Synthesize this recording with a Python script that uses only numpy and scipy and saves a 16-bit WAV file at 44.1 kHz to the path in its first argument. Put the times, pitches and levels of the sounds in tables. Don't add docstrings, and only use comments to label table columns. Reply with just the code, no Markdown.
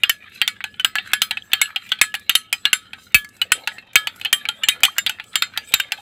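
import sys
import numpy as np
from scipy import signal
from scipy.fft import rfft, irfft
from scipy.io import wavfile
from scipy.ndimage import uniform_filter1d, map_coordinates

SR = 44100
rng = np.random.default_rng(int(sys.argv[2]) if len(sys.argv) > 2 else 0)


def field_ratio(decibels):
    return 10 ** (np.asarray(decibels, dtype=float) / 20)


def persist_wave(psi):
    counts = np.round(np.clip(psi, -1, 1) * 32767).astype(np.int16)
    wavfile.write(sys.argv[1], SR, np.atleast_2d(counts).T)


N = 265031

# (pitch [Hz], level against the knock, above 4500 Hz against its crack [dB])
MODES = [(1175, -50), (1292, -45), (1701, -42), (2250, -38), (3163, -38), (3680, -39), (4190, -41),
         (4982, -30), (6205, -31), (7262, -28), (7472, -26), (7810, -26), (8025, -26), (9605, -32),
         (10468, -30), (11300, -32), (12670, -35), (14200, -32), (14578, -32)]
# (time [s], peak [dB], clunk pitch [Hz], crack against peak [dB], time for the clunk to fall 60 dB [s])
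FAR_WALL = [(0.0348, 1.5, 2770, -20.5, 0.027), (0.416, 3.5, 2890, -26, 0.0086),
            (0.7972, -11.5, 3250, -20.5, 0.046), (1.1341, 3, 2660, -15.5, 0.015),
            (1.5331, 4.5, 2750, -17.5, 0.01), (1.919, -1.5, 3080, -23, 0.026),
            (2.2951, 4, 2900, -17, 0.019), (2.6537, 4, 3270, -23.5, 0.019),
            (3.1218, -45, 2500, -5.5, 0.028), (3.4162, -4, 2950, -16, 0.033),
            (3.7838, -26.5, 2660, -20, 0.069), (4.2493, -11.5, 3070, -12.5, 0.045),
            (4.6352, -8.5, 2690, -16, 0.048), (4.9831, -5.5, 2730, -6, 0.051),
            (5.3563, 0.5, 3440, -12, 0.019), (5.7392, 4, 3260, -8.5, 0.023)]
SIDE_WALL = [(0.0956, -2, 3107, -8, 0.043), (0.4777, -2, 3580, -11, 0.021), (0.8469, 3.5, 2964, -14, 0.015),
             (1.219, 2.5, 3340, -11.5, 0.015), (1.6154, -2.5, 2290, -4.5, 0.037),
             (2.014, 2, 2450, -4.5, 0.038), (2.353, 1, 3150, -6.5, 0.03), (2.7307, 3.5, 3040, -11.5, 0.024),
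             (3.145, 3, 2610, -5, 0.07), (3.5197, 2, 2435, -8.5, 0.029), (3.9563, 7.5, 2533, -10.5, 0.025),
             (4.3286, -1, 3006, -4.5, 0.047), (4.6863, 2.5, 2910, -10, 0.026),
             (5.064, -2.5, 3430, -18, 0.017), (5.4224, 2.5, 4360, -18.5, 0.0064),
             (5.8, -6, 2860, -12, 0.031)]
BOTTOM = [(0.2632, -39, 3160, -27.5, 0.032), (0.641, -7.5, 2550, -18.5, 0.01),
          (0.9549, -4.5, 1900, -15, 0.0056), (1.31, -3, 3170, -20.5, 0.014),
          (1.7607, -7, 2870, -20.5, 0.032), (2.1414, -7, 2370, -18.5, 0.017),
          (2.528, -4.5, 2560, -6.5, 0.05), (2.933, -15, 2900, -27, 0.0092), (3.2467, -30, 1980, -4, 0.051),
          (3.6746, -1.5, 3240, -19, 0.0071), (4.0719, -4, 3070, -18.5, 0.0062),
          (4.488, -4.5, 3280, -16.5, 0.023), (4.8338, 4, 2510, -6, 0.031),
          (5.1986, -13, 1860, -32.5, 0.0041), (5.575, -4, 3770, -15.5, 0.0097),
          (5.9206, -3, 3220, -14.5, 0.01)]


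def rms_one(x):
    return x / np.sqrt(np.mean(x ** 2) + 1e-20)


def in_time(rows):
    s, *columns = np.transpose(rows)
    return [np.interp(np.arange(N) / SR, s, column) for column in columns]


def drift(rate):
    knots = rng.standard_normal(4000)
    return map_coordinates(knots, [np.arange(N) * 2 * rate / SR], order=3)


def shaped(spectrum):
    hz, level_db = np.transpose(spectrum)
    grid = np.fft.rfftfreq(N, 1 / SR) + 1
    gain = field_ratio(np.interp(np.log(grid), np.log(hz), level_db, left=-90, right=-90))
    return rms_one(irfft(rfft(rng.standard_normal(N)) * gain, N))


def ring(force, hz, t60):
    r, w = field_ratio(-60 / (t60 * SR)), 2 * np.pi * hz / SR
    return signal.lfilter([0, np.sin(w)], [1, -2 * r * np.cos(w), r * r], force + 1e-18)


def cluster(hz, level_db, t60, t):
    t = t[:, None]
    x = np.sum(field_ratio(level_db - 60 * t / t60) * np.sin(2 * np.pi * hz * t), axis=1)
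    return x / np.abs(x).max()


def lifetime(hz):
    sunk = .7 if 2000 < hz < 2500 else 1
    return max(.29 * (hz / 1700) ** -.62, .125) * sunk


def all_knocks():
    # (first [Hz], second [Hz], second against first [dB], third [Hz], third against first [dB])
    far_tones = [(2850.0, 2540.0, -2, 3080.0, -8), (2860.0, 2490.0, -5, 3110.0, -5),
                 (3030.0, 2630.0, -5, 1510.0, -8), (2630.0, 3410.0, -1, 1670.0, -5),
                 (2680.0, 2990.0, -4, 3420.0, -5), (3050.0, 1520.0, -11, 3540.0, -13),
                 (2900.0, 3480.0, -2, 3120.0, -3), (2950.0, 3450.0, 0, 3190.0, -4),
                 (2440.0, 2720.0, -3, 2120.0, -6), (2940.0, 2680.0, -8, 3950.0, -7),
                 (2680.0, 2130.0, -6, 4180.0, -8), (3010.0, 2580.0, -4, 1780.0, -9),
                 (2920.0, 2350.0, -6, 1810.0, -10), (2860.0, 1880.0, -9, 1620.0, -6),
                 (3210.0, 2290.0, -5, 2910.0, -6), (2520.0, 3950.0, -1, 2770.0, -1)]
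    side_tones = [(3030.0, 2240.0, -4, 1840.0, -4), (3550.0, 2220.0, -2, 3020.0, -2),
                  (2930.0, 3600.0, -6, 3290.0, -7), (3000.0, 3540.0, 0, 3320.0, -4),
                  (2190.0, 3660.0, -5, 2900.0, -6), (2510.0, 3680.0, -4, 2190.0, -4),
                  (3070.0, 3700.0, -3, 2830.0, -5), (2830.0, 3060.0, -2, 2190.0, -3),
                  (2580.0, 2310.0, -7, 3690.0, -13), (2610.0, 2940.0, -3, 1500.0, -4),
                  (2520.0, 2260.0, -2, 2750.0, -4), (2410.0, 3170.0, 0, 1860.0, -4),
                  (2840.0, 3190.0, -1, 3540.0, -1), (3490.0, 2850.0, -3, 3170.0, -3),
                  (2660.0, 4160.0, -1, 3670.0, -1), (2960.0, 1600.0, -1, 2400.0, -6)]
    bottom_tones = [(3260.0, 1330.0, -1, 2570.0, -1), (2520.0, 2830.0, -7, 3150.0, -9),
                    (2780.0, 1680.0, -1, 1960.0, -4), (2780.0, 3960.0, -4, 3150.0, -5),
                    (2890.0, 3180.0, -5, 2490.0, -11), (2540.0, 1880.0, -2, 3260.0, -3),
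                    (2450.0, 3240.0, -1, 2230.0, -7), (3210.0, 2520.0, 0, 3800.0, -4),
                    (1710.0, 2200.0, -2, 4550.0, -5), (2750.0, 3950.0, -5, 1810.0, -5),
                    (2960.0, 2530.0, -2, 2050.0, -5), (3180.0, 4050.0, -8, 2960.0, -8),
                    (2470.0, 3270.0, -2, 2980.0, -5), (2470.0, 1860.0, 0, 3390.0, -1),
                    (3280.0, 1920.0, -1, 3810.0, -3), (3050.0, 2740.0, -1, 3390.0, -2)]
    # (time [s], peak
    # [dB], clunk pitch [Hz], crack against peak [dB])
    grazes = [(0.0383, -16.5, 2700, -28.5), (0.6061, -16.5, 1930, -34), (0.985, -5, 2730, -32),
              (1.117, -25, 2040, -19), (1.3716, -10.5, 2580, -26.5), (1.518, -18.5, 3090, -29.5),
              (1.6916, -33.5, 1330, -24), (1.705, -25.5, 1610, -29.5), (1.8918, -30.5, 2820, -8),
              (1.989, -23, 3320, -25.5), (2.0385, -12.5, 1960, -25), (2.1502, -11, 2890, -13.5),
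              (3.2905, -49.5, 1730, 9), (3.663, -41.5, 3520, -17.5), (5.332, -28, 3480, -28),
              (5.909, -34, 2170, -32), (3.9333, -34.5, 2400, -8.5), (4.1983, -31, 2130, -10.5),
              (4.2135, -17, 3050, -17), (4.2572, -6.5, 2880, -59), (4.454, -12, 2320, -58.5),
              (4.8055, -31.5, 1720, -9.5), (4.8435, -6, 2940, -35.5), (4.8512, 0, 3050, -14),
              (4.966, -27, 1620, -24.5), (5.0704, -5, 3380, -33.5), (5.0955, -7.5, 2960, -11.5),
              (5.1868, -28, 1820, -55), (5.34, -28, 1820, -28), (5.5642, -23, 1720, -32),
              (5.722, -20, 3220, -17)]
    ticks = [(0.2976, -49.5, 2610, -5.5), (0.3356, -40.5, 2820, -43), (0.359, -36, 2840, -33),
             (0.742, -29.5, 3020, -37), (0.8091, -38, 1500, -1.5), (1.0745, -49.5, 1710, 4.5),
             (1.8667, -35, 2030, -16), (2.1964, -53.5, 1680, 10.5), (3.3672, -45, 1700, 1.5),
             (3.7174, -28, 1970, -38), (3.8696, -48, 1940, -17), (4.1609, -42, 3200, 1.5),
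             (5.241, -33, 3070, -9), (5.691, -36.5, 2760, -8), (5.9793, -34, 3280, -17)]
    rows = []
    for table, tones, hollow_db in ((FAR_WALL, far_tones, -29.5), (SIDE_WALL, side_tones, -35),
                                    (BOTTOM, bottom_tones, -18)):
        for (s, peak_db, hz, crack_db, t60), three in zip(table, tones):
            rows.append((s, peak_db, hz, crack_db, hollow_db, t60, *three))
    for s, peak_db, hz, crack_db in list(grazes) + list(ticks):
        rows.append((s, peak_db, hz, crack_db, -22, .018, hz, 1.13 * hz, -7, .85 * hz, -9))
    return np.array(rows)


def knock_samples(rows):
    return (rows[:, 0] * SR).astype(int)


def room_rumble():
    # (pitch [Hz], level per Hz [dB])
    rumble = [(25, -27), (60, -2.5), (105, 7), (150, -3.5), (200, 4.5), (300, -4), (520, -10.5), (800, -48)]
    fade_db = .35 * (-1 - np.arange(N) / SR)
    return field_ratio(-56 + fade_db + 2.2 * drift(4)) * shaped(rumble)


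def gritty(grain_db):
    return rms_one(rng.standard_normal(N) * field_ratio(grain_db * drift(130) + drift(2.5)))


def scrape(pitches_hz, t60, patchy_db):
    force = gritty(grain_db=4.5)
    x = np.zeros(N)
    for k, hz in enumerate(pitches_hz):
        x += field_ratio(patchy_db * drift(7)) * ring(force, hz, t60) * (-1) ** k
    return x / np.sqrt(uniform_filter1d(x ** 2, size=3000) + 1e-12)


def wet_rubbing():
    # (pitch [Hz], level per Hz [dB])
    haze_spectrum = [(900, -22), (1350, -5), (2500, 0), (4100, -6), (5000, -16)]
    return scrape(np.geomspace(1301, 4050, num=14), 0.031, patchy_db=8.5), shaped(haze_spectrum)


def bare_rubbing():
    # (pitch [Hz], level per Hz [dB])
    hiss_spectrum = [(4200, 0), (5800, -5), (7800, 1), (10000, -6), (15700, -9)]
    bare = scrape([hz for hz, _ in MODES if hz > 4500], 0.04, patchy_db=9.0)
    low_pass = signal.butter(6, 14800, fs=SR, output="sos")
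    return bare, signal.sosfilt(low_pass, shaped(hiss_spectrum))


def sliding():
    # (place [0 far wall, 1 side wall, 2 bottom, 3 far wall again], body [dB], hiss [dB])
    sweep = [
        (0, -56.5, -65),
        (.85, -46, -80.5),
        (1.5, -47.5, -65.5),
        (1.9, -53.5, -71.5),
        (2.1, -48.5, -71.5),
        (2.55, -52, -50),
        (2.898, -48, -57.5),
        (3, -41, -81.5),
    ]
    # (time [s], pressure [dB], hiss [dB])
    pressure = [(0, -5, -8), (.35, 3, -1.5), (.7, -7.5, -11), (1.05, 4, -10), (1.3, -5, -10.5),
                (1.65, 7.5, 1.5), (2, -1.5, -9.5), (2.35, -0.5, -12.5), (2.65, 0.5, -4), (2.95, -0.5, 2),
                (3.3, -7, -11), (3.6, 2.5, 5.5), (4.05, -2.5, -14), (4.3, 4, 2), (4.75, 6.5, -8),
                (5.27, -1, 1), (5.45, 0.5, 1), (6.01, 6, 1.5)]
    turn_s = 0.36
    s = np.transpose([np.array(table)[:, 0] for table in (FAR_WALL, SIDE_WALL, BOTTOM)]).ravel()
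    s = np.r_[s[2] - turn_s, s, s[-3] + turn_s]
    place = np.interp(np.arange(N) / SR, s, np.arange(len(s)) - 1) % 3
    spot, body_db, hiss_db = np.transpose(sweep)
    pressure_db, bare_db = in_time(pressure)
    return np.interp(place, spot, body_db) + pressure_db, np.interp(place, spot, hiss_db) + bare_db


def slide(body_db, hiss_db, wet, haze, bare, air):
    body = field_ratio(1.5) * wet + field_ratio(-12.5) * haze
    hiss = field_ratio(-10.5) * bare + field_ratio(-11.0) * air
    skips = field_ratio(3.6 * drift(11))
    return skips * (field_ratio(body_db - 2.5) * body + field_ratio(hiss_db + 3.5) * hiss)


def slosh():
    # (time [s], level [dB])
    swirl = [
        (0, -67),
        (3.35, -68),
        (3.55, -42),
        (3.7, -47.5),
        (3.85, -55),
        (4.2, -57.5),
        (4.8, -52),
        (5.2, -59.5),
        (6.01, -53),
    ]
    level_db, = in_time(swirl)
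    wet = scrape(np.geomspace(520, 860, num=14), .02, patchy_db=2.5)
    return field_ratio(level_db - 3 + 3 * drift(14)) * wet


def knocks():
    length = 4000
    out, t = np.zeros(N + length), np.arange(length) / SR
    chance = rng.standard_normal
    for s, peak_db, hz, bright_db, hollow_db, t60, *tones in all_knocks():
        first_hz, second_hz, second_db, third_hz, third_db = tones
        offset = .25 * chance(6)
        fill_db = -10 + 3 * chance(6) - 25 * abs(offset)
        body_hz = np.r_[first_hz, second_hz, third_hz, hz * np.exp(offset)]
        body_t60 = np.clip(t60, .012, .1) * np.exp(.15 * chance(9))
        body = cluster(body_hz, np.r_[0, second_db, third_db, fill_db], body_t60, t)
        after_hz = np.geomspace(1400, 4500, 24) * np.exp(.025 * chance(24))
        body += field_ratio(-13) * cluster(after_hz, 6 * chance(24), 0.077 * np.exp(.2 * chance(24)), t)
        body *= 1 - np.exp(-t / .0004)
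        rebound = round(.0037 * SR * np.exp(.15 * chance()))
        body = .85 * (body + .39 * np.r_[np.zeros(rebound), body[:-rebound]])
        crack_hz = np.geomspace(4600, 14800, 40) * np.exp(.015 * chance(40))
        crack = cluster(crack_hz, 6 * chance(40), .01 * np.exp(.5 * chance(40)), t)
        crack *= 0.43 + 0.47 * np.exp(-t / 0.031)
        hollow = cluster(838 * np.exp(0.069 * chance(4)), 3 * chance(4), 0.075, t)
        mix = field_ratio(8.5) * body + field_ratio(bright_db + 14) * crack + field_ratio(hollow_db - 3) * hollow
        at = round((s - .0003) * SR)
        out[at:at + length] += field_ratio(peak_db) * mix
    return out[:N]


def rings():
    # (time [s], pitch [Hz], level [dB])
    chimes = [(0.0345, 4985, -33), (0.095, 1701, -30), (0.095, 4190, -31), (0.095, 4985, -34),
              (0.477, 4190, -33), (0.641, 1701, -33), (0.846, 4190, -34), (0.846, 4985, -27),
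              (0.9555, 1701, -18), (0.9858, 1701, -26), (0.9858, 3680, -31), (1.134, 1701, -22),
              (1.2188, 4190, -26), (1.2188, 4985, -32), (1.311, 1701, -31), (1.533, 1701, -32),
              (1.533, 3680, -28), (1.615, 1701, -23), (1.615, 4190, -22), (3.1446, 1175, -38),
              (1.9186, 1520, -34), (2.0136, 1701, -19), (2.0136, 2440, -23), (2.0136, 3680, -24),
              (2.0136, 4190, -22), (2.14, 1701, -30), (2.295, 3680, -24), (2.3528, 1292, -33),
              (2.3528, 4190, -27), (3.1446, 1292, -36), (2.7304, 1292, -33), (2.7304, 2250, -27),
              (4.3282, 3680, -30), (2.7304, 4190, -31), (2.7304, 4985, -29), (2.528, 4985, -36),
              (3.1446, 1701, -16), (3.1446, 3680, -27), (3.1446, 4190, -26), (3.5193, 1292, -32),
              (3.5193, 3680, -27), (3.6743, 4985, -36), (3.9555, 1292, -28), (3.9555, 1690, -17),
              (3.9555, 2250, -16), (3.9555, 3680, -25), (4.6354, 1701, -34), (4.6354, 4190, -33),
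              (5.0955, 3680, -39), (4.6854, 2250, -28), (4.6854, 3680, -25), (4.983, 3680, -26),
              (5.356, 3680, -27), (5.356, 4190, -28), (5.4232, 3680, -29), (5.4232, 4190, -21),
              (5.7394, 1701, -28), (5.7394, 3680, -21), (5.7995, 3680, -26), (5.9206, 4190, -33)]
    glints = [(0.095, 10466, -37), (0.095, 14578, -34), (0.846, 7810, -33), (0.846, 14578, -28),
              (1.134, 11210, -30), (1.2188, 10466, -28), (1.2188, 14578, -24), (1.615, 7810, -24),
              (1.615, 9610, -31), (1.615, 10466, -33), (2.0136, 7262, -31), (2.0136, 7810, -31),
              (2.0136, 8020, -27), (2.0136, 10466, -23), (2.0136, 14578, -28), (2.295, 6225, -37),
              (2.295, 7262, -34), (2.3528, 6225, -37), (2.3528, 7262, -32), (2.3528, 7810, -26),
              (2.3528, 9610, -32), (2.3528, 10466, -23), (2.3528, 11400, -32), (2.7304, 7262, -30),
              (2.7304, 7472, -20), (2.7304, 9610, -34), (2.7304, 10466, -24), (2.7304, 11400, -33),
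              (3.1446, 10466, -30), (3.1446, 14578, -15), (3.5193, 7262, -28), (3.5193, 8020, -24),
              (3.5193, 9610, -24), (3.5193, 10466, -28), (3.9555, 8020, -28), (3.9555, 14578, -27),
              (4.3282, 7472, -25), (4.3282, 9610, -32), (4.3282, 10466, -28), (4.3282, 11210, -25),
              (4.3282, 14578, -26), (4.6354, 7262, -28), (4.6854, 6225, -36), (4.6854, 7262, -31),
              (4.6854, 7810, -31), (4.6854, 9610, -21), (4.6854, 10466, -36), (4.983, 7262, -21),
              (5.356, 7262, -22), (5.356, 7472, -36), (5.356, 8020, -39), (5.4232, 7262, -31),
              (5.4232, 7472, -36), (5.5758, 6225, -46), (5.7394, 7262, -20), (5.7995, 7262, -36)]
    # (time [s], level [dB])
    sings = [(0.0345, -22), (0.416, -21), (0.641, -40), (0.9555, -32), (1.134, -22), (1.2188, -34),
             (1.311, -33), (1.533, -18), (1.615, -31), (1.76, -28), (1.9186, -29), (2.0136, -23),
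             (2.295, -21), (2.3528, -24), (2.6536, -31), (2.7304, -31), (3.1446, -18), (3.5193, -21),
             (3.9555, -9), (4.2557, -23), (4.3282, -15), (4.4886, -23), (4.6354, -27), (4.6854, -20),
             (4.8506, -18), (5.0955, -31), (5.356, -21), (5.4232, -26), (5.7394, -27), (5.7995, -24)]
    keenest_hz = 3163
    length = 14000
    out, t = np.zeros(N + length), np.arange(length) / SR
    landings = [k[0] for table in (FAR_WALL, SIDE_WALL, BOTTOM) for k in table if k[1] > -12]
    landings = np.array(landings + [N / SR])
    sung = [(s, keenest_hz, level_db) for s, level_db in sings]
    for s, hz, level_db in list(chimes) + list(glints) + sung:
        free_s = landings[landings > s + .01].min() - s
        wetting = 1 + 1.4 * t * (hz > 2000)
        fall_db = 60 * t / lifetime(hz) * wetting + 1.5 * np.sign(6000 - hz)
        fall_db += 900 * np.maximum(t - free_s, 0)
        beat = 1 + .3 * np.cos(2 * np.pi * 14 * hz / 3000 * rng.uniform(.5, 1.5) * t)
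        bite = 1 + (hz > 6000) * np.exp(-t / .008)
        onset = 1 - np.exp(-t / .002)
        tone = np.sin(2 * np.pi * hz * t)
        out[round(s * SR):][:length] += beat * field_ratio(level_db - fall_db) * bite * onset * tone
    return out[:N]


def faint_rings(low_rub, high_rub):
    rows, out = all_knocks(), np.zeros(N)
    for hz, level_db in MODES:
        high = hz > 4500
        force = field_ratio(level_db + 2 + 7 * drift(8)) * (high_rub if high else low_rub)
        hit_db = rows[:, 1] + rows[:, 3] * high + level_db + 5 * rng.standard_normal(len(rows))
        force[knock_samples(rows)] += field_ratio(hit_db)
        out += ring(force, hz, .8 * lifetime(hz))
    return out


def wash(body, hiss):
    # (level against the knock, for the hiss against its crack [dB], time to fall 60 dB [s])
    body_tails = [
        (-18.5, 0.065),
        (-31, 0.2),
    ]
    hiss_tails = [
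        (-3, 0.02),
        (-31, 0.2),
    ]
    rows, out = all_knocks(), np.zeros(N)
    peak_db = rows[:, 1]
    crack_db = peak_db + rows[:, 3]
    for murmur, level_db, tails in ((body, peak_db, body_tails), (hiss, crack_db, hiss_tails)):
        power, envelope = np.zeros(N), np.zeros(N)
        power[knock_samples(rows) + 40] = field_ratio(2 * level_db)
        for tail_db, t60 in tails:
            fade = field_ratio(-120 / (t60 * SR))
            envelope += field_ratio(2 * tail_db) * signal.lfilter([1], [1, -fade], power)
        out += np.sqrt(envelope) * murmur
    return out


def worktop_taps():
    rows, force = all_knocks(), np.zeros(N)
    force[knock_samples(rows)] = field_ratio(rows[:, 1] - 35)
    return ring(force, 220, .018)


def bubbles():
    # (time [s], peak [dB], starting pitch [Hz], rise per second [ratio], time to fall 60 dB [s])
    pops = [
        (1.422, -18, 3150, 12, .012),
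        (3.256, -37, 2150, 4, .03),
        (4.72, -18, 2450, .1, .07),
        (4.882, -18, 1050, 24, .045),
        (5.985, -31, 800, 1, .06),
        (4.856, -22, 2000, .1, .06),
        (5.097, -21, 1500, .5, .045),
        (5.428, -24, 1500, .1, .07),
        (5.43, -25, 1950, 4, .07),
        (5.555, -34, 1850, 1.5, .2),
    ]
    length = 5000
    out, t = np.zeros(N + length), np.arange(length) / SR
    for s, peak_db, hz, rise, t60 in pops:
        swell = field_ratio(peak_db - 60 * t / t60) * (1 - np.exp(-t / .0012))
        out[round(s * SR):][:length] += swell * np.sin(2 * np.pi * hz * (t + rise * t * t / 2))
    return out[:N]


def jolts():
    # (time [s], peak [dB], starting pitch [Hz])
    thumps = [
        (2.013, -37, 148.5),
        (3.1477, -20.5, 253),
        (3.524, -45, 150),
        (3.958, -32.5, 210),
        (4.832, -35.5, 326),
        (5.739, -39, 264),
    ]
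    length = 6000
    out, t = np.zeros(N + length), np.arange(length) / SR
    end_share, sag_s = 0.16, 0.007
    turns = end_share * t + (1 - end_share) * sag_s * (1 - np.exp(-t / sag_s))
    for s, peak_db, hz in thumps:
        swell = field_ratio(peak_db - 60 * t / 0.1) * (1 - np.exp(-t / 0.00066))
        out[round(s * SR):][:length] += swell * np.sin(2 * np.pi * hz * turns)
    return out[:N]


def scene():
    body_db, hiss_db = sliding()
    wet, haze = wet_rubbing()
    bare, air = bare_rubbing()
    low_rub = field_ratio(body_db - 12) * gritty(grain_db=4)
    high_rub = field_ratio(hiss_db - 14) * gritty(grain_db=4)
    struck = knocks() + rings() + faint_rings(low_rub, high_rub)
    struck += wash(field_ratio(-6.5) * wet + field_ratio(-5.5) * haze, field_ratio(-1.5) * bare + field_ratio(-3.0) * air)
    struck = signal.sosfilt(signal.butter(7, 690, "high", fs=SR, output="sos"), struck)
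    rubbed = slide(body_db, hiss_db, wet, haze, bare, air) + slosh()
    return (room_rumble() + rubbed + struck + worktop_taps() + bubbles() + jolts())[None]


def top_cut(x):
    return signal.sosfilt(signal.butter(12, 16380, fs=SR, output="sos"), x)


def record(dry):
    overload = np.clip(dry, -1, 1) - dry
    overload = signal.sosfilt(signal.butter(1, 350, "high", fs=SR, output="sos"), overload)
    return top_cut(np.clip(dry + overload, -1, 1))


dry = scene()
out = record(dry)
persist_wave(out)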